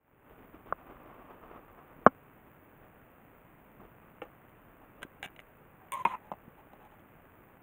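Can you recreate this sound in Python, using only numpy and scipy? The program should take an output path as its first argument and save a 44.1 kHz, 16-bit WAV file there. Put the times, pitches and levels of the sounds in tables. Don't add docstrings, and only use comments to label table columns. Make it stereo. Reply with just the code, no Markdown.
import sys
import numpy as np
from scipy import signal
from scipy.io import wavfile
from scipy.ndimage import uniform_filter1d

SR = 44100
rng = np.random.default_rng(int(sys.argv[2]) if len(sys.argv) > 2 else 0)


def to_linear_factor(level_db):
    exponent = np.asarray(level_db, float) / 20
    return 10 ** exponent


def output_pcm(signal):
    pcm = np.clip(np.atleast_2d(signal).T, -1, 1) * 32767
    wavfile.write(sys.argv[1], SR, np.round(pcm).astype(np.int16))


N = 336042


def evened(x):
    return x / np.sqrt(np.mean(x ** 2) + 1e-20)


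def add(mix, s, sound):
    part = mix[round(s * SR):][:len(sound)]
    part += sound[:len(part)]


def read(points, hz):
    f, value = np.transpose(points)
    return np.interp(np.log(hz + 1), np.log(f + 1), value)


def coloured(x, points):
    gain_db = np.maximum(read(points, abs(np.fft.fftfreq(4096, 1 / SR))), -110)
    log_gain = np.log(to_linear_factor(gain_db))
    taps = np.fft.ifft(np.exp(np.conj(signal.hilbert(log_gain)))).real[:2048]
    return signal.oaconvolve(x, taps)[:len(x)]


def resonate(x, hz, width_hz):
    turn = np.exp(2j * np.pi * np.cumsum(hz) / SR)
    r = np.exp(-np.pi * width_hz / SR)
    return (turn * signal.lfilter([1 - r], [1, -r], x / turn)).real


# pitch_hz, gain_db
PORT = [(20, -30), (80, -18.5), (200, 3.5), (3300, 6), (4300, -31), (5600, -30.5), (6300, -4),
        (16500, -1.5), (17000, -42)]


def through_port(x):
    return coloured(x, PORT)


# pitch_hz, level_db (per Hz)
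RASP = [(700, -12.5), (1300, -16), (2000, -9), (3000, -8), (4000, -21.5), (4500, -49.5), (5200, -35),
        (5750, -43.5), (6200, -24.5), (7200, -25), (7800, -35.5), (8900, -22.5), (10500, -34),
        (12500, -34.5), (15500, -27.5), (15950, -75)]


def rasped(x):
    return coloured(x, RASP)


def ring(modes):
    t = np.arange(6000)[:, None] / SR
    hz, db, t60 = np.transpose(modes)
    swell = 1 - np.exp(-t * hz / 0.6)
    decay = to_linear_factor(db - 60 * t / np.clip(t60, .003, .2))
    return through_port((swell * decay * np.sin(2 * np.pi * hz * t)).sum(1))


def grit(count, per_s, spread_db):
    size = to_linear_factor(spread_db * np.minimum(rng.exponential(1, count), 4)) * rng.choice([-1, 1], count)
    return evened(size * (rng.random(count) < per_s / SR))


def blow(modes, db, contact_ms, crack_db):
    t = np.arange(6000) / SR
    push = np.exp(-.5 * ((t[:200] * 1000 - 3 * contact_ms) / contact_ms * 2) ** 2)
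    body = -signal.oaconvolve(ring(modes), push)[:len(t)]
    burst = rng.standard_normal(len(t)) * to_linear_factor(-60 * t / .018) * (t > contact_ms / 1000)
    crack = rasped(burst)
    crack *= 2 * to_linear_factor(crack_db) / abs(crack).max()
    return to_linear_factor(db) * (body / abs(body).max() + crack)


def struck(modes, blows):
    track = np.zeros(N)
    for s, *how in blows:
        add(track, s, blow(modes, *how))
    return track


def slide(modes, surface, length, db, start_hz, change_db):
    squeak_db, scratch_db, rasp_db, sag_hz_per_s = surface
    squeak_width_hz, squeak_steady, rasp_fade_db_per_s = 38, .75, 118
    t = np.arange(-.1, .15, 1 / SR)
    slips = grit(len(t), per_s=2500, spread_db=3.0)
    body = evened(signal.oaconvolve(slips, ring([m for m in modes if m[0] < 4500]))[:len(t)])

    hz = start_hz - sag_hz_per_s * np.maximum(t, 0)
    squeak = resonate(resonate(slips, hz, squeak_width_hz), hz, squeak_width_hz)
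    swing = abs(signal.hilbert(squeak)) + 1e-9
    squeak = evened(squeak / swing ** squeak_steady)
    second_bend = resonate(slips, 2.04 * hz, 130)
    squeak = squeak + to_linear_factor(-19) * evened(second_bend)

    scratch = rasped(slips)
    treble = signal.sosfilt(signal.butter(4, 5500, "high", fs=SR, output="sos"), scratch)
    stroke = (t >= 0) & (t < length)
    sound = body + to_linear_factor(squeak_db) * through_port(squeak) + to_linear_factor(scratch_db) * evened(scratch)
    sound = evened(sound[stroke])
    sound = sound + to_linear_factor(rasp_db - rasp_fade_db_per_s * t[stroke]) * evened(treble[stroke])
    sound = sound * to_linear_factor(db + change_db * t[stroke] / length)
    return sound * signal.windows.tukey(len(sound), .4)


def stroked(modes, slides, surface):
    track = np.zeros(N)
    for start, *how in slides:
        add(track, start, slide(modes, surface, *how))
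    return track


# pitch_hz, level_db, t60_s
BOWL = [(336, -1.5, 0.091), (498, 8.5, 0.065), (815, 1.5, 0.055), (1194, 8, 0.013), (1355, -8.5, 0.059),
        (1825, -6.5, 0.05), (2280, 4.5, 0.0098), (2700, 0.5, 0.016)]
# start_s, peak_db, contact_ms, crack_db
BOWL_BLOWS = [
    (4.218, -30.5, 0.066, -25),
    (4.2244, -44, .05, -11.5),
    (4.231, -44, 0.15, -17),
    (4.2373, -47, 0.13, -12),
    (4.2515, -49, 0.23, -19),
]


def bowl_knocks():
    return struck(BOWL, BOWL_BLOWS)


# pitch_hz, level_db, t60_s
STICKS = [(610, -11, 0.015), (1020, -20, 0.023), (1550, -3.5, 0.021), (1970, -7.5, 0.015),
          (2330, -31, 0.018), (3220, -16, 0.011), (6800, -11, 0.012), (8850, 8, 0.0088),
          (10960, 14, 0.0051), (14800, 0, 0.005)]
# start_s, peak_db, contact_ms, crack_db
STICK_BLOWS = [
    (5.0203, -45, 0.15, -4.5),
    (5.0293, -31.5, 0.068, -7.5),
    (5.0324, -42, .08, -5),
]


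def stick_clacks():
    return struck(STICKS, STICK_BLOWS)


# pitch_hz, level_db, t60_s
RIM = [(798, 1.5, 0.021), (1664, 3, 0.018), (2290, 3, 0.015), (2844, 2, 0.014), (3730, 1, 0.018),
       (5200, -12, .01), (7070, -7, .012), (9100, -19, 0.0065), (12300, -21, .008), (14500, -20, .008)]
# start_s, peak_db, contact_ms, crack_db
RIM_BLOWS = [
    (5.2279, -28.5, 0.026, -10),
    (5.2303, -38, .04, -13),
    (5.2415, -42, .05, -6),
    (5.2485, -43, .02, -5),
    (5.259, -38.5, 0.015, -9),
    (5.274, -44, 0.09, -26),
    (5.284, -52, 0.045, -12),
]
# start_s, length_s, level_db, squeak_hz, change_db
RIM_SLIDES = [
    (5.233, .034, -45, 2850, -2),
]


def rim():
    return struck(RIM, RIM_BLOWS) + stroked(RIM, RIM_SLIDES, (-22, 6, -26, 1500))


# pitch_hz, level_db, t60_s
TIPS = [(670, 2, 0.0083), (1540, -3, 0.0063), (2080, 8, 0.0054), (2770, -3, 0.0094), (3460, -4, 0.0038),
        (6100, -31, 0.014), (10200, -21, 0.016), (11580, -19, .015), (15100, -22, 0.02)]
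# start_s, peak_db, contact_ms, crack_db
TIP_BLOWS = [
    (5.3626, -49, 0.045, -4.5),
    (5.392, -36, 0.016, -19),
    (5.4002, -43, 0.031, -12),
    (5.8854, -58, 0.033, -13),
    (6.9947, -70, 0.03, 2),
]


def tip_taps():
    return struck(TIPS, TIP_BLOWS)


# pitch_hz, level_db, t60_s
EDGE = [(2240, -4, 0.019), (3560, -5.5, 0.021), (7300, -2.5, 0.008), (9030, 13.5, 0.0046),
        (11900, 4.5, 0.0048), (14240, 6, 0.0046), (16100, 7, 0.006)]
# start_s, peak_db, contact_ms, crack_db
EDGE_BLOWS = [
    (4.494, -68, .03, -0.5),
    (4.51, -69, 0.039, -13),
    (5.9204, -27.5, 0.0212, -13.5),
    (5.9306, -34, 0.045, -17),
    (5.9376, -32.5, 0.027, -17),
    (5.943, -40, 0.026, -15),
    (5.9485, -50, .03, -16),
    (5.9522, -50.5, .03, -16),
    (6.85, -64, 0.027, 0),
    (6.913, -67, .03, 1),
]


def edge_clicks():
    return struck(EDGE, EDGE_BLOWS)


# pitch_hz, level_db, t60_s
TIN_TICK = [(1000, -5, 0.01), (1950, -12, .012), (2140, 14, 0.022), (2330, 2, 0.026), (2670, -14, .012),
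            (3250, -12, 0.0092), (3750, -18, .006), (4700, -2, .005), (6470, -15, .009), (7000, -20, .007),
            (8600, -14, .006), (9220, -21, .006), (14500, -27, .005)]
# start_s, peak_db, contact_ms, crack_db
TIN_BLOWS = [
    (6.0509, -26.5, 0.028, -9.5),
    (6.0525, -23.5, 0.051, -15.5),
]


def tin_ticks():
    return struck(TIN_TICK, TIN_BLOWS)


# pitch_hz, level_db, t60_s
LIP = [(212, 0, .0275), (340, 22, .0056), (606, 9.5, .0094), (786, 7, .0315), (951, 11, .041),
       (1013, 19, .016), (1288, 10, .0085), (1489, -.5, .018), (1843, -7, .023), (2152, 4.5, .036),
       (2469, 12, .054), (2653, -1, .022), (3148, 3, .0056)]
# start_s, peak_db, contact_ms, crack_db
LIP_BLOWS = [
    (6.05175, -14, .015, -40),
    (6.05336, -11, .216, -40),
    (6.0553, -23.5, .27, -32),
    (6.0579, -19.5, .27, -36),
    (6.06135, -27.5, .024, -30),
    (6.06414, -21, .274, -36),
    (6.0726, -26, .255, -30),
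]


def lip_clatter():
    return struck(LIP, LIP_BLOWS)


# pitch_hz, level_db, t60_s
WALL = [(583, -1.5, 0.038), (940, -1, 0.04), (1043, -7, 0.048), (2270, -20, 0.012), (2950, -21, .012),
        (3420, -23.5, .012)]
# start_s, length_s, level_db, squeak_hz, change_db
WALL_SLIDES = [
    (5.92, .013, -38, 1040, 0),
    (5.93, .035, -36.5, 1100, 0),
    (5.929, .034, -40.5, 965, -1),
    (5.965, .017, -41, 1045, 4),
    (5.983, .014, -45, 1020, 4),
    (5.993, .034, -35, 1015, -8),
    (6.026, .016, -62, 990, -4),
]


def wall_squeaks():
    return stroked(WALL, WALL_SLIDES, (9, -24, -26.5, 300))


# pitch_hz, level_db, t60_s
TIN = [(195, -1, 0.042), (360, 13, 0.0078), (600, 1.5, 0.031), (820, -28, 0.051), (950, 15.5, 0.016),
       (1150, 14, 0.012), (1550, -13, 0.011), (2100, 6, 0.009), (2490, 4.5, 0.01), (2750, -5, 0.007),
       (3300, -7, .005), (6400, -34, .01), (8900, -29, .008), (14500, -36, .006)]
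# start_s, length_s, level_db, squeak_hz, change_db
TIN_SLIDES = [
    (6.07, .028, -42, 960, -6),
    (6.095, .032, -43, 1015, 5),
    (6.121, .019, -42, 1000, 1),
    (6.133, .026, -37, 990, -3),
    (6.134, .024, -43, 870, 0),
    (6.152, .036, -51, 960, -9),
]


def tin_scrapes():
    return stroked(TIN, TIN_SLIDES, (-3.5, -20, -43, 400))


# pitch_hz, level_db, t60_s
BROTH = [(228, 4.5, 0.017), (628, -7, 0.085), (805, 5.5, 0.019), (936, 5, 0.012), (2100, -16, 0.025),
         (2660, -18, 0.024), (3380, -31, 0.025)]
# start_s, peak_db, contact_ms, crack_db
BROTH_BLOWS = [
    (6.316, -24, 0.22, -31.5),
    (6.3221, -30, 0.11, -32),
    (6.336, -36, 0.12, -30),
    (6.591, -52, 0.15, -35),
    (6.733, -43, 0.28, -19),
    (6.801, -55, 0.21, -32),
]
# start_s, length_s, level_db, squeak_hz, change_db
STIRS = [
    (6.21, .09, -62, 845, 3),
    (6.57, .05, -62, 870, 0),
    (6.8, .085, -60, 820, 2),
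    (6.915, .035, -61, 830, 0),
]


def noodles():
    return struck(BROTH, BROTH_BLOWS) + stroked(BROTH, STIRS, (-4, -11.5, -40, 30))


def drag(length, db, change_db):
    slips = grit(round(length * SR), per_s=9000, spread_db=2.5)
    level = to_linear_factor(np.linspace(db, db + change_db, len(slips)))
    return level * signal.windows.tukey(len(slips), .4) * evened(rasped(slips))


# start_s, length_s, level_db, change_db
DRAGS = [
    (5.936, 0.12, -53.5, -15),
    (6.053, 0.1, -53, -8),
]


def wood_grain():
    track = np.zeros(N)
    for start, *how in DRAGS:
        add(track, start, drag(*how))
    return track


def bump(db, ms):
    u = np.arange(1500) / SR * 1000 / ms
    return -3 * to_linear_factor(db) * np.sin(2 * np.pi * u / 1.85) * u * np.exp(-1.5 * u)


# pitch_hz, level_db, t60_s
CASE = [(264, -3.5, .063), (516, -22, .034), (655, -9.5, .0117), (829, 0, .0207), (988, -22, .035),
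        (1110, -6.5, .0235), (1241, -1.5, .018), (1356, -4, .035), (1497, -19, .036), (1633, -23.5, .036),
        (2217, -11, .015), (2944, -11.5, .0114)]
# start_s, peak_db, contact_ms, crack_db
CASE_BLOWS = [
    (2.06348, -.5, .316, -52),
    (2.06501, -2.6, .406, -54),
    (2.07075, -22, .05, -45),
    (2.0782, -36, .1, -45),
]


def landing():
    track = struck(CASE, CASE_BLOWS)
    add(track, 2.064, bump(db=-31, ms=7))
    return to_linear_factor(-.085) * track / abs(track).max()


# pitch_hz, level_db, t60_s
GRIP = [(278, -10.5, .0114), (497, -2.5, .003), (704, -4, .003), (809, 20.5, .013), (1139, 17, .0155),
        (1256, 23.5, .016), (1782, 0, .003), (2838, -1, .012), (4010, 10, .006), (4900, 18, .005)]
# start_s, peak_db, contact_ms, crack_db, second_peak_db
GRIP_BLOWS = [
    (.72393, -15, .29, -50, -21.5),
    (.7314, -42, .34, -50, -52),
]


def light_touch():
    rock_s, second_contact = .00167, 1.3
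    track = np.zeros(N)
    for s, db, ms, crack_db, second_db in GRIP_BLOWS:
        add(track, s, blow(GRIP, db, ms, crack_db))
        add(track, s + rock_s, blow(GRIP, second_db, second_contact * ms, crack_db))
    return track


# pitch_hz, level_db, t60_s
LANDING_TICK = [(4300, 11.5, .006), (6780, -0.5, .008), (8300, -6, .01), (9200, 0, .008), (11200, -5, .01),
                (14000, 0, .008), (15100, 3, .012), (16200, -8.5, .004)]
# start_s, peak_db, contact_ms, crack_db
LANDING_TICK_BLOWS = [
    (2.0641, -51.5, .012, -21),
    (2.0672, -48, .012, -19.5),
    (2.0712, -55.5, .012, -13),
    (2.0745, -60.5, 0.0122, -8),
]


def landing_ticks():
    return struck(LANDING_TICK, LANDING_TICK_BLOWS)


# start_s, peak_db, length_ms
BUMPS = [(0.295, -62, 1.2), (0.7243, -36, 3.5), (1.989, -42.5, 2.3), (6.118, -49, 2.8), (4.221, -46, 2.9),
         (5.99, -49, 2.4), (6.01, -46, 3.7), (6.146, -50, 1.8), (3.797, -46, 2.9), (3.833, -56, 1.8),
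         (5.05, -36, 2), (5.258, -42, 3.4), (5.618, -46, 1.6), (5.739, -49, 4.5), (6.479, -38, 2.7),
         (7.06, -48, 2.1)]


def soft_pushes():
    track = np.zeros(N)
    for s, *how in BUMPS:
        add(track, s, bump(*how))
    return track


# pitch_hz, level_db (per Hz)
RUB = [(15, -16), (30, 12), (120, -5.5), (270, 5.5), (650, -1.5), (1100, -15), (2800, -18), (3600, -27.5),
       (4400, -63), (6000, -74.5)]
# start_s, hold_s, level_db, hollow_db (share of the hollow band)
SHIFTING = [(0.29, 0.015, -57, -12), (0.377, 0.064, -59, -12), (0.531, 0.022, -56.5, -7),
            (0.656, 0.038, -55, -2.5), (0.773, 0.049, -59, -0.5), (0.864, 0.073, -56, 1),
            (0.99, 0.37, -58.5, 1.5), (1.425, 0.15, -58.5, 1), (1.678, 0.026, -59.5, 1),
            (1.77, 0.026, -65.5, 6), (1.872, 0.052, -60.5, -5.5), (1.958, 0.077, -61.5, -5.5)]
# start_s, hold_s, level_db, hollow_db
EATING = [(2.81, 0.014, -58, -7), (3.6, 0.023, -72, -16), (3.666, 0.017, -64, -6), (3.8, 0.044, -57.5, -9),
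          (4.018, 0.071, -64, -2), (4.25, 0.009, -62, -2), (4.559, 0.021, -62.5, -9),
          (4.664, 0.033, -62, -17), (4.809, 0.014, -59, 0), (4.949, 0.079, -60, -11),
          (5.62, .03, -65.5, -17), (5.737, 0.007, -63.5, -6), (5.808, 0.052, -67, 2.5), (6.35, .01, -67, 0),
          (6.45, 0.037, -66, -1), (6.58, 0.034, -71, 0), (6.7, 0.093, -64, -6), (6.916, 0.038, -67, -18),
          (7.056, 0.015, -67.5, -7), (7.2, 0.39, -69.5, -7)]


def handling():
    grab_s, let_go_db_per_s, rest_db = 0.0054, 156, -66.5
    hollow_hz, hollow_width_hz = 1150, 220
    t = np.arange(N) / SR
    rumble, band = np.full(N, to_linear_factor(rest_db)), np.zeros(N)
    for start, hold, db, hollow_db in SHIFTING + EATING:
        fall_db = let_go_db_per_s * np.maximum(t - start - hold, 0)
        move = np.clip((t - start) / grab_s, 0, 1) * to_linear_factor(db - fall_db)
        rumble = np.maximum(rumble, move)
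        band = np.maximum(band, to_linear_factor(hollow_db) * move)
    rub = coloured(grit(N, per_s=700, spread_db=3.5) + 1.5 * rng.standard_normal(N), RUB)
    lumps = to_linear_factor(1.9 * evened(uniform_filter1d(rng.standard_normal(N), 900)))
    hollow = signal.lfilter(*signal.iirpeak(hollow_hz, hollow_hz / hollow_width_hz, SR), rub)
    return lumps * (rumble * evened(rub) + band * evened(hollow))


# pitch_hz, level_db, t60_s
CLOCK = [(754, -0.5, 0.21), (1520, 8, 0.018), (3300, -18, 0.03)]


def clock():
    track = np.zeros(N)
    for s in np.arange(.812, N / SR, 1.):
        add(track, s, blow(CLOCK, db=-54, contact_ms=0.32, crack_db=-32))
    return track


def table_scatter(near):
    t60_s, level_db = .05, -16
    t = np.arange(6000) / SR
    scatter = rng.standard_normal(len(t)) * to_linear_factor(-60 * t / t60_s) * (t > .003)
    return to_linear_factor(level_db) * signal.oaconvolve(near, scatter / np.linalg.norm(scatter))[:N]


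PICTURES_PER_S = 30000 / 1001
# place (0-1), spike_height, fizz_db (treble)
TICKS = [(0.233, -0.17, 9.5), (0.266, -0.073, 5), (0.403, -1.16, 7.5), (.486, 0.16, 8.5), (.734, -0.57, 9),
         (0.906, 1, -1.5), (.986, 0.26, 10.5)]
# pitch_hz, level_db
SPIKE = [(60, 4.5), (400, -2), (1500, -2), (2800, -16.5), (4000, -38.5), (5600, -58.5), (6500, -28.5),
         (9500, -34.5), (13000, -37), (16500, -49)]


def picture_ticks():
    spikes = np.zeros(N)
    starts = np.arange(int(N / SR * PICTURES_PER_S) - 1)
    for at, height, _ in TICKS:
        strength = rng.uniform(0.96, 2.1, len(starts))
        spikes[((starts + at) / PICTURES_PER_S * SR).astype(int)] += height * strength
    one_spike = coloured(signal.unit_impulse(2048), SPIKE)
    return to_linear_factor(-53.5) * coloured(spikes, SPIKE) / abs(one_spike).max()


# pitch_hz, level_db (per Hz)
HISS = [(15, -30), (32, -12), (125, 1), (400, -5.5), (1100, -8), (2600, -18), (3500, -34.5), (4300, -57.5),
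        (5400, -61.5), (6200, -53.5), (9000, -33), (12200, -37), (15000, -14.5), (15700, -20.5),
        (16100, -75.5)]
# pitch_hz, side_minus_mid_db
APART = [(60, -12.5), (150, -19.5), (380, -16), (950, -16), (2380, -11), (5980, -2.5), (15000, -10)]


def hiss():
    crackle_share, level_db = .1, -60.5
    period = np.arange(N) / SR * PICTURES_PER_S
    fizz_db, crackle_db = np.zeros((2, N))
    for at, _, fizz in TICKS:
        strength = rng.uniform(0.96, 2.1, int(period[-1]) + 1)
        near = np.exp(-((period - at) % 1) / 0.018)
        fizz_db += fizz * near * strength[period.astype(int)]
        crackle_db += crackle_share * fizz * near
    drive = 1.45 * rng.standard_normal(N) + 0.23 * grit(N, per_s=1100, spread_db=3.5)
    flare = rng.standard_normal(N) * to_linear_factor(fizz_db - 1.5)
    low = signal.sosfilt(signal.butter(3, 11000, fs=SR, output="sos"), drive * to_linear_factor(crackle_db))
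    high = signal.sosfilt(signal.butter(3, 11000, "high", fs=SR, output="sos"), flare)
    mid = coloured(low + high, HISS)
    side = coloured(coloured(rng.standard_normal(N) * to_linear_factor(fizz_db + 1.0), HISS), APART)
    level = to_linear_factor(level_db) / np.sqrt(np.mean(mid ** 2))
    return level * (mid + side * np.array([[1], [-1]]))


# pitch_hz, level_db (rms)
WHINE = [(13776, -98.5), (14254, -91.5), (14616, -89), (14971, -91)]


def whine():
    return sum(to_linear_factor(db) * evened(resonate(rng.standard_normal(N), np.full(N, hz), width_hz=6))
               for hz, db in WHINE)


def scene():
    near = bowl_knocks() + stick_clacks() + rim() + tip_taps() + edge_clicks() + tin_ticks()
    near += lip_clatter() + wall_squeaks() + tin_scrapes() + noodles() + wood_grain() + clock()
    near += table_scatter(near)
    camera = landing() + light_touch() + landing_ticks() + soft_pushes()
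    return near + camera + handling() + picture_ticks() + hiss() + whine()


def roll_off(x):
    return signal.sosfilt(signal.butter(12, 16700, fs=SR, output="sos"), x)


# time_s, level_db
FADE = [(0, -19), (.08, -9.5), (.2, -5), (0.309, 0.5), (7.7, 0)]


def record(dry):
    ceiling = .985
    faded = dry * to_linear_factor(np.interp(np.arange(N) / SR, *np.transpose(FADE)))
    return roll_off(np.clip(faded, -ceiling, ceiling))


dry = scene()
out = record(dry)
output_pcm(out)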